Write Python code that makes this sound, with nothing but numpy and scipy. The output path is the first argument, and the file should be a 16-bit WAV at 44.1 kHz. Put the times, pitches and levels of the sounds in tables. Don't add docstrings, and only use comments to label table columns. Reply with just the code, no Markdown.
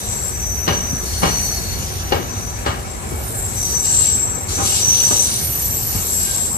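import sys
import numpy as np
from scipy import signal
from scipy.fft import rfft, irfft, next_fast_len
from scipy.io import wavfile
from scipy.ndimage import uniform_filter1d

SR = 44100
rng = np.random.default_rng(int(sys.argv[2]) if len(sys.argv) > 2 else 0)


def inscribe(sig):
    pcm = np.round(np.clip(np.atleast_2d(sig).T, -1, 1) * 32767)
    wavfile.write(sys.argv[1], SR, pcm.astype(np.int16))


N = 289737


def from_db(db):
    return 10 ** (np.asarray(db) / 20)


def rms_one(x):
    return x / np.sqrt(np.mean(x ** 2) + 1e-20)


def in_time(rows):
    times, *columns = np.transpose(rows)
    return [np.interp(np.arange(N) / SR, times, column) for column in columns]


def at_hz(points, hz):
    pitches, values = np.transpose(points)
    return np.interp(np.log(hz), np.log(pitches), values)


def drift(rate):
    step = 40
    r = np.exp(-2 * np.pi * rate * step / SR)
    slow = signal.lfilter([1], [1, -2 * r, r * r], rng.standard_normal(N // step + 2002))[2000:]
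    return np.interp(np.arange(N) / step, np.arange(len(slow)), rms_one(slow))


def resonate(x, hz, width_hz):
    r = np.exp(-np.pi * width_hz / SR)
    gain = (1 - r * r) / 2
    return signal.lfilter([gain, 0, -gain], [1, -2 * r * np.cos(2 * np.pi * hz / SR), r * r], x)


def spread(pair, alike, pan_db):
    alike = np.clip(alike, 0, 1)
    both = np.sqrt(1 + alike) * pair[0] + np.sqrt(1 - alike) * pair[1] * [[1], [-1]]
    return both * from_db([[pan_db / 2], [-pan_db / 2]])


# pitch in Hz, likeness from 0 to 1.
SIDES_ALIKE = [(60, 0.82), (300, 0.78), (700, 0.31), (1500, 0.5), (3000, 0), (6000, 0), (10000, 0.86),
               (14000, 0.06)]
# pitch in Hz, left level over right in dB.
LEFT_LOUDER = [(60, -0.5), (150, 0), (380, 4), (950, 3.5), (2380, 0.5), (5960, 3), (15000, -2.5)]


def banded_noise(spectrum, patchy_db, flicker_hz, tilt_db=0, pivot_hz=1000):
    hz_from, hz_to = spectrum[0][0], min(spectrum[-1][0], .45 * SR)
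    edges = np.geomspace(hz_from, hz_to, 2 + int(3 * np.log2(hz_to / hz_from)))
    white = rng.standard_normal((2, 2, N))
    together = drift(flicker_hz / 2)
    out, power = 0, 0
    for k, (low, high) in enumerate(zip(edges, edges[1:])):
        hz = np.sqrt(low * high)
        band = signal.sosfilt(signal.butter(2, [low, high], "band", fs=SR, output="sos"), white[k % 2])
        band = spread(band, at_hz(SIDES_ALIKE, hz), at_hz(LEFT_LOUDER, hz))
        band *= from_db(at_hz(spectrum, hz))
        power += np.mean(band ** 2)
        flicker_db = patchy_db * (0.15 * together + drift(flicker_hz))
        out = out + band * from_db(tilt_db * np.log2(hz / pivot_hz) + flicker_db)
    return out / np.sqrt(power)


# time in seconds, rumble level in dB, roar level in dB,
# rumble brightness in dB per octave.
ROLLING_LEVELS = [(0.0, -29.5, -32, -6), (0.6, -27.5, -33.5, -2), (1.4, -28, -31, -11),
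                  (2.0, -27.5, -32.5, -3.5), (3.0, -30, -32, -1.5), (3.6, -27, -32, -3.5),
                  (4.4, -31, -31, 3), (4.55, -28, -30.5, -6), (4.95, -34, -30.5, 2),
                  (5.5, -30.5, -33.5, 7.5), (5.95, -28, -32, -3), (6.57, -34.5, -33, 5)]
# pitch in Hz, relative level in dB.
RUMBLE_TONE = [(32, -16), (45, -2.5), (57, 3), (75, 2.5), (100, 4), (130, -1.5), (200, -33), (280, -12)]
# pitch in Hz, relative level in dB.
ROAR_TONE = [(130, -16), (200, -5), (290, -17), (370, -11.5), (640, -15.5), (800, -17), (1090, -16.5),
             (2200, -24), (2700, -22.5), (3300, -37), (4200, -19.5)]
# pitch in Hz, width in Hz, level against the roar in dB.
STEEL_HUMS = [(375, 32, -14.5), (770, 53, -13.5), (1708, 15, -22.5), (2260, 8.4, -21), (72.4, 29, -6)]


def rolling():
    rumble_db, roar_db, tilt_db = in_time(ROLLING_LEVELS)
    roar = banded_noise(ROAR_TONE, patchy_db=2.0, flicker_hz=11.1)
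    for hz, width_hz, level_db in STEEL_HUMS:
        hum = rms_one(resonate(rng.standard_normal((2, N)), hz, width_hz))
        roar += from_db(level_db) * spread(hum, at_hz(SIDES_ALIKE, hz), at_hz(LEFT_LOUDER, hz))
    rumble = banded_noise(RUMBLE_TONE, patchy_db=2.5, flicker_hz=24.0, tilt_db=tilt_db, pivot_hz=79.5)
    return from_db(rumble_db) * rumble + from_db(roar_db) * roar


# time in seconds, hiss level in dB, brightness in dB per octave.
SCRAPE_LEVELS = [(0.0, -29.5, -2), (0.35, -34.5, 0.5), (0.99, -35.5, 0.5), (1.06, -28, -1.5),
                 (1.17, -25, -3.5), (1.21, -24, -1), (1.3, -26.5, -2), (1.45, -28.5, 0.5),
                 (2.0, -30.5, -9.5), (2.25, -36.5, -6.5), (2.4, -34, -2.5), (2.8, -38.5, -1),
                 (3.16, -37.5, 1), (3.52, -33.5, -2), (3.56, -31.5, 2.5), (3.7, -26, -3), (3.83, -31, 1),
                 (3.85, -24.5, -4), (3.95, -22.5, -5.5), (4.08, -22, -7), (4.14, -27, -4.5),
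                 (4.25, -35, -3), (4.47, -41, 2), (4.49, -24.5, -4.5), (4.6, -26.5, -4), (4.66, -19.5, -4),
                 (4.78, -19, -9.5), (4.88, -24.5, -4.5), (4.99, -20.5, -7.5), (5.15, -21, -4.5),
                 (5.3, -22.5, -6.5), (5.55, -29, -6.5), (5.95, -27, -1), (6.25, -26.5, -5),
                 (6.45, -27.5, -7.5), (6.57, -37.5, -1)]
# pitch in Hz, relative level in dB.
HISS_TONE = [(2500, -19.5), (3400, -12), (4000, -7.5), (5200, -1), (6800, 3), (8400, -3), (10000, 1),
             (12500, -9.5), (14500, 0)]
# pitch in Hz, width in Hz, level against the hiss in dB.
WHEEL_WHISTLES = [(2900, 160, -24), (3350, 120, -25), (3830, 120, -19), (4900, 120, -24), (6900, 200, -20),
                  (13650, 300, -12)]


def scrape():
    hiss_db, tilt_db = in_time(SCRAPE_LEVELS)
    hiss = banded_noise(HISS_TONE, patchy_db=1.6, flicker_hz=7.0, tilt_db=tilt_db, pivot_hz=6000)
    for hz, width_hz, level_db in WHEEL_WHISTLES:
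        whistle = rms_one(resonate(rng.standard_normal(N), hz, width_hz))
        hiss += from_db(level_db + tilt_db * np.log2(hz / 5200) + 3.0 * drift(3.1)) * whistle
    hiss *= from_db(hiss_db + drift(33))
    return signal.sosfilt(signal.ellip(8, .5, 40, 13900, fs=SR, output="sos"), hiss)


def favour(hz, favoured_hz, boost_db, octaves):
    return from_db(boost_db * np.exp(-(np.log2(hz / favoured_hz) / octaves) ** 2))


TICK_LEAD_S = .009


def wheel_knocks(t, rattle_s, blow_db):
    tick_db, strike_db, fade_db_per_s = -11, 13, 100
    attack_s, blow_s, settle_s = .005, .014, .02
    age = t - TICK_LEAD_S
    onset = np.where(age < 0, from_db(tick_db), np.clip(0.37 + age / attack_s, 0, 1))
    blow = from_db(blow_db * (age > 0) * np.exp(-age / blow_s))
    settle_db = -4.0 * (1.5 - np.exp(-np.maximum(age - rattle_s, 0) / settle_s))
    shape = onset * blow * from_db(settle_db - fade_db_per_s * t)
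    uneven = from_db(1.05 * np.repeat(rng.standard_normal(len(t) // 126), 126))
    knocks = rng.standard_normal((2, len(t))) * shape * uneven
    knocks[0, round((TICK_LEAD_S + attack_s) * SR)] += from_db(strike_db + blow_db)
    return knocks


# pitch in Hz, relative level in dB.
RATTLE_TONE = [(71, -52), (120, -0.5), (425, 1), (718, -3.5), (844, 1.5), (941, -6), (1070, -4),
               (1600, -11.5), (2450, -16), (2880, -12), (3270, -14), (4500, -14.5), (6050, -19),
               (9000, -26), (11700, -63), (19800, -120)]


def bogie_rattle(knocks, t, tilt_db, favoured_hz):
    hz = np.fft.rfftfreq(len(t), 1 / SR) + 1
    colour = from_db(at_hz(RATTLE_TONE, hz) + tilt_db * np.log2(np.clip(hz, 100, 9000) / 800))
    colour *= favour(hz, favoured_hz, boost_db=4, octaves=.7)
    rattle = irfft(rfft(knocks) * rms_one(colour), len(t))
    treble = signal.sosfilt(signal.butter(2, 2200, "high", fs=SR, output="sos"), rattle)
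    return rattle - treble * (1 - from_db(-200 * t))


# pitch in Hz, relative level in dB, seconds to fade 60 dB.
STEEL_NOTES = [(180, 0, .1), (250, -1, .1), (350, -2, 0.16), (452, 1, .14), (575, 1, 0.12), (795, 1.5, .11),
               (1050, -3, .06), (1220, -1, 0.07), (1620, -10, 0.05), (1850, -9, .05), (2240, -6, 0.07),
               (2845, -3, 0.09), (4150, -13, 0.04)]


def steel_ring(knocks, tilt_db, high_db, favoured_hz):
    ring = 0
    for hz, level_db, fade_s in STEEL_NOTES:
        width_hz = np.log(1000) / (np.pi * fade_s)
        bright_db = high_db * (hz > 1400) + tilt_db * np.log2(hz / 800)
        strength = from_db(level_db + bright_db + rng.normal(0, 2))
        strength *= favour(hz, favoured_hz, boost_db=6, octaves=.3)
        ring = ring + strength * resonate(knocks, hz, width_hz)
    return ring


# start in seconds, rattle gain in dB, thud gain in dB, ring gain on
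# top of the rattle's in dB, brightness in dB per octave, seconds until the rattle settles, blow boost
# in dB, boost of the high steel notes in dB, favoured pitch in Hz, boom level in dB, boom delay in seconds.
AXLE_HITS = [(0.676, -17, -1, 8.5, 2, 0.062, 4.5, 5.5, 445, -15, 0.047),
             (0.925, -37.5, -15, -3, -7, 0.012, 15.5, -6, 260, -19, 0.0069),
             (1.229, -15, 0.5, 9.5, 1, 0.045, 3.5, 6, 179, -25, .035),
             (2.12, -17, -12, 5.5, 1, 0.044, 6, 5.5, 524, -19, 0.039),
             (2.189, -41.5, -18, 0, -14.5, 0.015, 8, -6, 260, -22, .008),
             (2.66, -21.5, -26, 13, 2, 0.06, 4.5, -1.5, 1400, -16.5, 0.035),
             (3.116, -31.5, -21, 9.5, -4, 0.026, 4, -6, 360, -20, 0.028),
             (4.486, -50, -22, 8, -5, 0.055, 5, -10, 260, -18.5, 0.016),
             (4.579, -28, -16, 26, -0.5, 0.036, -9.5, -20, 1260, -18, 0.0533),
             (4.879, -36.5, -21, -27, -16, 0.078, 7, -10, 180, -20.5, 0.0045),
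             (5.106, -24.5, -5, 11.5, 0, 0.038, 3.5, -17, 589, -20, 0.024),
             (5.948, -35, -7, 13, 0, 0.049, 7, -15, 260, -20, 0.018)]


def clacks():
    boom_hz, boom_s = 91, 0.0096
    t = np.arange(SR // 2) / SR
    out = np.zeros((2, N + SR))
    for (start, rattle_db, thud_db, ring_db, tilt_db, rattle_s,
         blow_db, high_db, favoured_hz, boom_db, boom_delay) in AXLE_HITS:
        knocks = wheel_knocks(t, rattle_s, blow_db)
        metal = bogie_rattle(knocks, t, tilt_db, favoured_hz)
        metal += from_db(ring_db) * steel_ring(knocks, tilt_db, high_db, favoured_hz)
        thud = resonate(resonate(knocks, hz=117, width_hz=157), hz=117, width_hz=157)
        boom_age = t - TICK_LEAD_S - boom_delay
        boom = np.exp(-(boom_age / boom_s) ** 2) * np.cos(2 * np.pi * (boom_hz * boom_age + rng.random()))
        hit = from_db(rattle_db) * spread(metal, alike=0.42, pan_db=3.3)
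        hit += from_db(thud_db) * spread(thud, alike=1, pan_db=0) + from_db(boom_db) * boom
        at = round((start - TICK_LEAD_S) * SR)
        out[:, at:at + len(t)] += hit
    return signal.sosfilt(signal.butter(2, 6000, fs=SR, output="sos"), out[:, :N])


def squeal_power(rows):
    t = np.arange(N) / SR
    power = 0
    for full_at, held_s, level_db, swell, fade in rows:
        drop_db = swell * np.maximum(full_at - t, 0) + fade * np.maximum(t - full_at - held_s, 0)
        power = power + from_db(level_db - drop_db) ** 2
    return power


RIM_PITCHES = [1590, 4362, 5975, 7625, 9347, 11312, 12000]
# base width of the
# skirt in Hz, left level over right in dB, likeness of the sides from 0 to 1, quiet ringing against
# the hiss in dB, core width in Hz, core level against the skirt in dB.
RIM_TONES = [(26, 11, 0.4, -37, 20, -11), (48.3, 3.5, 0.34, -21.5, 23, -4), (95, 3.5, 0.34, -34, 39, 0.5),
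             (118, 6, 0.03, -20, 22, -5), (221, -6.5, 0, -38, 16, -11), (300, -2, 0.8, -25, 20, -13),
             (150, 0, 1, -39, 36, -9)]
# time it reaches full strength in seconds, seconds
# held, level in dB, swell in dB per second, fade in dB per second.
RIM_SQUEALS = [
    [(6.28, 0.093, -46, 200, 150)],
    [(1.07, 0.26, -36, 200, 45), (1.5, .12, -37.5, 60, 50), (1.7, .08, -40, 60, 400)],
    [(0.0, 0.17, -34.5, 100, 39), (0.46, 0.44, -28, 74, 35), (1.33, 0.19, -25.5, 78, 80),
     (1.8, 0.21, -37, 36, 42), (2.3, 0.05, -34, 154, 22), (2.45, 0.11, -41, 50, 120),
     (3.6, 0.18, -24.5, 400, 44), (3.95, 0.17, -30, 30, 42), (4.58, 0.073, -25, 150, 53),
     (4.85, 0.053, -14.5, 305, 73), (5.05, 0.15, -19.5, 72, 65), (5.63, 0.029, -31.5, 42, 62),
     (6.0, 0.29, -36, 32, 16)],
    [(0.1, 0.16, -28.5, 143, 59), (1.2, 0.41, -40.5, 5, 52), (2.62, 0.07, -43, 19, 29.5),
     (3.09, 0.0099, -35.5, 49, 84), (3.4, 0.073, -29, 72, 27), (3.91, 0.22, -18.5, 83, 44),
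     (4.69, 0.07, -21.5, 103, 87), (5.09, 0.12, -25.5, 67, 53), (5.7, 0.075, -30, 46, 46),
     (6.2, 0.3, -23.5, 41, 52)],
    [(0.08, .05, -44, 60, 32), (1.17, .05, -40, 60, 35), (1.9, 0.039, -42, 48, 35),
     (2.9, .2, -47.5, 50, 20), (3.28, 0.11, -36.5, 89, 70), (3.95, 0.094, -34, 23, 48),
     (4.65, 0.49, -34.5, 69, 21), (5.23, 0.16, -29, 43, 24), (5.85, 0.82, -37, 42, 19)],
    [(3.2, .2, -48, 90, 34), (5.46, 0.073, -37.5, 100, 39), (5.84, .03, -53, 53, 65),
     (6.15, 0.077, -32, 55, 50)],
    [(0.0, 0.2, -46, 50, 50), (0.5, 0.13, -40.5, 64, 42), (1.4, 0.092, -42.5, 25, 24),
     (1.65, 0.53, -44, 27, 56), (3.2, 0.056, -40, 150, 37), (3.64, .05, -43, 40, 27),
     (4.15, .05, -41.5, 25, 32), (4.9, 0.13, -36, 46, 29), (5.45, 0.079, -27.5, 150, 40),
     (5.6, 0.18, -26, 64, 21)],
]


def squeal():
    steadiness = .5
    hiss_db = in_time(SCRAPE_LEVELS)[0]
    out = 0
    for hz, rim_tone, rows in zip(RIM_PITCHES, RIM_TONES, RIM_SQUEALS):
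        width_hz, pan_db, alike, quiet_db, core_hz, core_db = rim_tone
        skirt = rng.standard_normal((2, N))
        for _ in range(3):
            skirt = resonate(skirt, hz, 3.63 * width_hz)
        core = rms_one(resonate(skirt, hz, core_hz))
        core_power = uniform_filter1d(core ** 2, size=88)
        core /= (.05 + core_power) ** (steadiness / 2)
        tone = rms_one(rms_one(skirt) + from_db(core_db) * rms_one(core))
        strength = np.sqrt(squeal_power(rows) + from_db(hiss_db + quiet_db) ** 2)
        flutter = from_db(.8 * drift(18) + .7 * drift(6.8))
        out = out + strength * flutter * spread(tone, alike, pan_db)
    return out


def scene():
    return rolling() + scrape() + squeal() + clacks()


# pitch in Hz, phase in radians (2 pi is one cycle).
SIDE_PHASE = [(0, 0), (8100, 7 * np.pi), (8900, 6 * np.pi), (13800, 6 * np.pi), (13950, 5 * np.pi)]


def record(dry):
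    ceiling, cutoff_hz = 1.05, 15570
    size = next_fast_len(N + 4096)
    phase = np.interp(np.fft.rfftfreq(size, 1 / SR), *np.transpose(SIDE_PHASE))
    right = irfft(rfft(dry[1], size) * np.exp(-1j * phase), size)[:N]
    heard = signal.sosfilt(signal.butter(3, 36, "high", fs=SR, output="sos"), [dry[0], right])
    heard = ceiling * np.tanh(heard / ceiling)
    top_cut = signal.cheby2(12, 70, cutoff_hz * 1.02, fs=SR, output="sos")
    return signal.sosfilt(top_cut, heard)


dry = scene()
out = record(dry)
inscribe(out)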